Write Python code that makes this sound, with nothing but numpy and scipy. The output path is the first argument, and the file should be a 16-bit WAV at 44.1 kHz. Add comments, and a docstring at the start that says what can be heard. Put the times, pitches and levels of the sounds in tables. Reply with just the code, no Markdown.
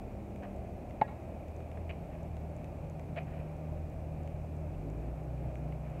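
"""Outdoor hard court: a tennis serve, some eight metres from a small camera.
The racket cracks, the hollow ball pops, the strings ping; ground, fence and trees reflect the stroke.
The player's shoes scuff on grit as he lands and walks back. Two distant engines hum over the murmur
of the town and a breeze, with faint ticks and microphone hiss."""
import sys
import numpy as np
from scipy import signal
from scipy.fft import rfft, irfft
from scipy.io import wavfile
from scipy.ndimage import uniform_filter1d

SR = 44100
rng = np.random.default_rng(int(sys.argv[2]) if len(sys.argv) > 2 else 0)


def wav_record(signal):
    """Record a signal, one row per channel, as 16-bit PCM in the file named by sys.argv[1]."""
    frames = np.transpose(np.atleast_2d(signal))
    bounded = np.clip(frames, -1, 1)
    # unit amplitude maps onto the largest positive 16-bit level
    quanta = np.round(bounded * 32767).astype(np.int16)
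    wavfile.write(sys.argv[1], SR, quanta)


N = 264600
T = np.arange(N) / SR

# town murmur, microphone hiss: (frequency [Hz], relative density [dB])
TOWN_SPECTRUM = [(20, -51), (29, -21.5), (38, 3.5), (65, 2), (110, 1.5), (200, -3.5), (320, -5.5),
                 (460, -10.5), (600, -3), (790, -10.5), (1000, -22), (1500, -31), (1950, -31.5),
                 (2450, -25.5), (3200, -42.5), (5000, -54.5), (9000, -79.5)]
HISS_SPECTRUM = [(1000, -0.5), (3800, -0.5), (4900, -1), (6700, 0), (9000, -1), (10400, -7), (11500, -3.5),
                 (12200, -5), (12700, -1.5), (13500, -6), (16000, -8)]
# breeze in the trees: (time [s], level [dB])
BREEZE_LEVEL = [(0, -74), (2, -72), (3, -69.5), (6, -66.5)]
# low engine, uneven idle, late speed-up: (time [s], firing rate [Hz])
FIRING_RATE = [(0.0, 36.28), (0.48, 35.17), (0.87, 38.14), (1.97, 40.24), (2.44, 38.0), (3.09, 41.01),
               (4.66, 39.32), (4.95, 55.3), (5.18, 62.3), (6.0, 62.78)]
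# its hum ahead of the exhaust: (time [s], level [dB])
HUM_LEVEL = [(0.0, -48), (1.4, -47), (1.84, -40.5), (2.07, -49.5), (2.35, -41), (2.91, -46.5),
             (3.41, -42.5), (3.53, -53), (3.71, -39.5), (4.81, -41), (5.08, -36.5), (5.21, -46.5),
             (5.3, -38.5), (6.0, -42.5)]
# exhaust response: (frequency [Hz], gain [dB])
EXHAUST_RESPONSE = [(40, -13.5), (48, 1), (62, 0.5), (80, 1.5), (96, -3.5), (124, -3), (150, -11)]
# high engine's drone: (time [s], level [dB])
DRONE_LEVEL = [(0, -48.5), (.5, -48.5), (1.5, -56), (2.1, -48), (3.4, -42), (4.3, -45), (5.3, -43.5),
               (5.7, -39.5), (6, -44.5)]
# bright and dull part of a tick: (frequency [Hz], relative gain [dB])
BRIGHT_TICK_SPECTRUM = [(2000, -18), (5000, -10), (6200, 3.5), (7200, 2), (8500, -9), (10500, -13),
                        (15000, -22)]
DULL_TICK_SPECTRUM = [(400, -31), (1000, -6), (1700, -2), (2400, 6), (3200, -8.5), (5000, -21),
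                      (12000, -29)]
# loose grit snapping: (time [s], relative level [dB])
GRIT_SNAPS = [(.360, -44.5), (0.4347, -46), (0.908, -46), (1.483, -44.5), (1.604, -48), (1.715, -41),
              (2.368, -44), (2.6434, -42.5), (2.995, -43), (4.275, -43.5), (5.555, -43.5)]
# shoe contacts: (time [s], length [s], sole level [dB], grit level [dB])
SHOE_SCUFFS = [(.421, 0.035, -46, -61.5), (1.772, 0.0047, -41.5, -62), (1.891, .02, -51.5, -48),
               (2.11, .05, -57, -66), (3.16, 0.0086, -44, -49), (3.17, 0.02, -39.5, -44.5),
               (3.26, 0.15, -55.5, -65), (4.742, 0.0081, -62, -60), (5.721, 0.0053, -54, -54),
               (5.82, .18, -58, -70.5)]
# rubber sole, grit under it, racket crack: (frequency [Hz], relative gain [dB])
SOLE_SPECTRUM = [(150, -23), (450, -5.5), (680, 9), (880, -6.5), (1100, -10), (1400, -12), (1900, -9.5),
                 (2500, -21.5), (4000, -39), (7000, -59)]
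GRIT_SPECTRUM = [(500, 4), (1300, -32), (1800, 1), (2400, 11.5), (2900, 4), (3500, -13.5), (4600, -16),
                 (5400, -40), (9000, -69)]
CRACK_SPECTRUM = [(100, -2), (400, 8.5), (900, -6.5), (1400, -5), (2300, -2), (3200, -14.5), (4500, -23),
                  (5200, -42), (7000, -46)]
# racket frame, strings, flattened ball, round ball: (frequency [Hz], relative level [dB], t60 [s])
FRAME_MODES = [(128, -27.5, 0.041), (214, -27, 0.045), (286, -37, 0.083), (553, -40.5, 0.23),
               (1017, -30.5, 0.051), (1345, -36, 0.03), (1890, -31, 0.035), (2180, -33, 0.05),
               (2340, -39, .02), (2845, -42.5, .03), (3710, -48.5, .03), (4410, -51, .02)]
STRING_MODES = [(1673, -48, .11), (1899, -54, .2)]
FLAT_BALL_MODES = [(688, -10, 0.018)]
ROUND_BALL_MODES = [(740, -10, 0.018), (873, -13.5, 0.032)]
# reflections off fence and trees: (delay [s], gain [dB])
COURT_ECHOES = [(.073, -32), (.083, -37), (.104, -28)]
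# scattered echo: (frequency [Hz], relative gain [dB])
SCATTER_SPECTRUM = [(300, -24), (850, -19), (1100, 1.5), (2000, -10), (4000, -2), (6000, -8)]


def undb(db):
    """Decibels to gain."""
    return 10 ** (np.asarray(db) / 20)


def unit(x):
    """Scale to rms 1."""
    return x / np.sqrt(np.mean(x ** 2))


def colour(x, spectrum):
    """Minimum-phase filter through (frequency [Hz], gain [dB]); keeps the power of white noise."""
    hz, db = np.transpose(spectrum)
    bins_hz = np.arange(N // 2 + 1) * SR / N
    gain = unit(undb(np.interp(np.log(bins_hz + 1), np.log(hz), db)))
    cepstrum = irfft(np.log(gain), N)
    cepstrum[1:N // 2] *= 2
    cepstrum[N // 2 + 1:] = 0
    return irfft(rfft(x) * np.exp(rfft(cepstrum)), N)


def band(centre_hz, width_hz):
    """Noise in a bell-shaped band, rms 1."""
    bins_hz = np.arange(N // 2 + 1) * SR / N
    bell = np.exp(-.5 * ((bins_hz - centre_hz) / width_hz) ** 2)
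    return unit(irfft(rfft(rng.standard_normal(N)) * bell, N))


def drift(rate_hz):
    """Slow random drift, rms 1."""
    return band(0, rate_hz)


def curve(rows):
    """Straight lines through (time [s], value)."""
    return np.interp(T, *np.transpose(rows))


def swell(start_s, rise_s, fall_s):
    """Linear rise to 1, exponential fall."""
    age_s = T - start_s
    return np.clip(age_s / rise_s, 0, 1) * np.exp(-np.clip((age_s - rise_s) / fall_s, 0, 40))


def ring(start_s, modes, push_s):
    """Damped modes build up while a blow pushes; neighbours swing in opposite directions."""
    out, first = np.zeros(N), int(start_s * SR)
    age_s = np.maximum(T[first:first + SR // 2] - start_s, 0)
    modal = sum((-1) ** k * undb(db) * np.sin(2 * np.pi * hz * age_s) * 1000 ** (-age_s / t60_s)
                for k, (hz, db, t60_s) in enumerate(modes))
    build_up = np.sin(np.pi / 2 * np.minimum(age_s / push_s, 1)) ** 2
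    out[first:first + len(age_s)] = modal * build_up
    return out


def town(level_db=-44.5):
    """Low murmur of the town, nearly steady."""
    return undb(level_db + .5 * drift(3.5)) * colour(rng.standard_normal(N), TOWN_SPECTRUM)


def breeze():
    """Trees rustle in a rising breeze."""
    return undb(curve(BREEZE_LEVEL) + 1.5 * drift(5.8)) * band(980, 550)


def microphone_hiss(hiss_db=-74, whine_db=-90, whine_hz=11550):
    """Broad hiss with a thin whine."""
    hiss = undb(hiss_db) * colour(rng.standard_normal(N), HISS_SPECTRUM)
    return hiss + undb(whine_db) * band(whine_hz, 60)


def low_engine(harmonics_db=(0, 0, -5), idle_roar_db=-60.5, roar_db_per_hz_per_s=.2158, roar_lag_s=.076):
    """Three harmonics pass the exhaust and waver in moving air. Throttle adds a pulsing roar."""
    firing_hz, hum_db = curve(FIRING_RATE), curve(HUM_LEVEL)
    phase = 2 * np.pi * np.cumsum(firing_hz * (1 + .0041 * drift(5.7))) / SR
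    hum = np.zeros(N)
    for k, harmonic_db in enumerate(harmonics_db, 1):
        exhaust_db = np.interp(k * firing_hz, *np.transpose(EXHAUST_RESPONSE))
        hum += undb(hum_db + harmonic_db + exhaust_db + .9 * drift(3.7)) * np.sin(k * phase)
    rise_hz_per_s = np.maximum(np.gradient(firing_hz) * SR, 0)
    throttle = uniform_filter1d(rise_hz_per_s, int(.3 * SR))
    roar_db = idle_roar_db + roar_db_per_hz_per_s * np.interp(T - roar_lag_s, T, throttle)
    return hum + undb(roar_db) * (1 + .49 * np.sin(phase)) * band(318, 110)


def far_tone(hz, db):
    """Distant hum; level and pitch waver in moving air."""
    gain = undb(db + 1.55 * drift(5.5))
    wavering_hz = hz * (1 + .002 * drift(6.8))
    return gain * np.sin(2 * np.pi * np.cumsum(wavering_hz) / SR)


def high_engine(start_hz=206, fall_hz_per_s=19.8, cruise_hz=159.2, sag_hz_per_s=1.05):
    """A drone winds down to a barely sagging speed; a higher tone and a rush die away."""
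    drone_hz = np.maximum(start_hz - fall_hz_per_s * T, cruise_hz - sag_hz_per_s * T)
    overtone_db = -56.5 - 29 * np.maximum(T - 1.35, 0)
    overtone = far_tone(1.222 * drone_hz, overtone_db)
    rush = undb(-52.5 - 12.5 * T) * band(337, 100.8)
    return far_tone(drone_hz, curve(DRONE_LEVEL)) + overtone + rush


def bright_ticks(events):
    """Tiny treble noise bursts at (time [s], level [dB])."""
    envelope = sum(undb(db) * swell(start_s, .00016, .00059) for start_s, db in events)
    return colour(envelope * rng.standard_normal(N), BRIGHT_TICK_SPECTRUM)


def camera_ticks(first_s=.2295, period_s=.33367, level_db=-60, spread_db=3.5):
    """Faint, evenly spaced ticks, probably the camera's mechanism."""
    times_s = np.arange(first_s, N / SR, period_s)
    return bright_ticks(zip(times_s, level_db + spread_db * rng.standard_normal(len(times_s))))


def grit_snaps(dull_db=-6, bright_db=-16):
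    """Loose grit snaps, each with a dull and a shorter bright part."""
    envelope = sum(undb(db + dull_db) * swell(start_s, .00066, .0014) for start_s, db in GRIT_SNAPS)
    dull = colour(envelope * rng.standard_normal(N), DULL_TICK_SPECTRUM)
    return dull + bright_ticks((start_s, db + bright_db) for start_s, db in GRIT_SNAPS)


def scuff(start_s, length_s, attack_share=.1, release_share=.13, drag_share=1.2, drag_db=-8):
    """Shoe contact envelope: bite, hold, release, soft drag. Shares are of the length."""
    attack = np.clip((T - start_s) / (attack_share * length_s), 0, 1)
    after_s = np.maximum(T - start_s - length_s, 0)
    release = np.exp(-after_s / (release_share * length_s))
    drag = undb(drag_db) * np.exp(-after_s / (drag_share * length_s))
    return attack * np.maximum(release, drag)


def shoes(grains_per_s=6000):
    """Each scuff rubs the sole and rolls grit, a dense run of uneven little cracks."""
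    contacts = np.array([scuff(start_s, length_s) for start_s, length_s, _, _ in SHOE_SCUFFS])
    sole_gain, grit_gain = undb(np.array(SHOE_SCUFFS)[:, 2:].T) @ contacts
    grains = unit(rng.standard_normal(N) * (rng.random(N) < grains_per_s / SR))
    rub = colour(sole_gain * rng.standard_normal(N), SOLE_SPECTRUM)
    return rub + colour(grit_gain * grains, GRIT_SPECTRUM)


def serve(contact_s=1.0131, squash_s=1.01394, release_s=1.01748):
    """The racket cracks and rings; the ball pops as it flattens and again as it leaves the strings."""
    frame = ring(contact_s, FRAME_MODES, push_s=.0031)
    impact = swell(contact_s, .00092, .0047) + undb(-17.5) * swell(contact_s, .0053, .018)
    crack = undb(-34) * colour(rng.standard_normal(N) * impact, CRACK_SPECTRUM)
    # the strings' ping swells again briefly, about 40 ms after contact
    ping_swell = np.exp(-.5 * ((T - contact_s - .043) / .014) ** 2)
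    ping = ring(contact_s, STRING_MODES, push_s=.004) * undb(-.7 + 13 * ping_swell)
    squash = ring(squash_s, FLAT_BALL_MODES, push_s=.003)
    pop = ring(release_s, ROUND_BALL_MODES, push_s=.00071)
    return frame + crack + ping + squash + pop


def court(stroke, ground_lag_s=.0071, ground_db=-13, scatter_db=-16.5):
    """The ground reflects first; fence and trees add echoes, a bright scattered slap and a thin tail."""
    ground = undb(ground_db) * np.interp(T - ground_lag_s, T, stroke, left=0)
    echoes = sum(undb(db) * np.interp(T - delay_s, T, stroke, left=0) for delay_s, db in COURT_ECHOES)
    slap = swell(.058, .0074, .021)
    tail = undb(-14.5) * swell(.02, .07, .15)
    scatter = rng.standard_normal(N) * (slap + tail)
    response = colour(scatter / np.linalg.norm(scatter), SCATTER_SPECTRUM)
    return stroke + ground + echoes + undb(scatter_db) * signal.fftconvolve(stroke, response)[:N]


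def scene():
    """All sources at one microphone."""
    player = court(serve()) + shoes() + grit_snaps()
    background = town() + breeze() + low_engine() + high_engine()
    return (player + background + microphone_hiss() + camera_ticks())[None]


def record(dry):
    """The camera cuts the top: steep low-pass."""
    cutoff_hz = 15700
    return signal.sosfilt(signal.ellip(10, .1, 70, cutoff_hz, fs=SR, output="sos"), dry)


dry = scene()
out = record(dry)
wav_record(out)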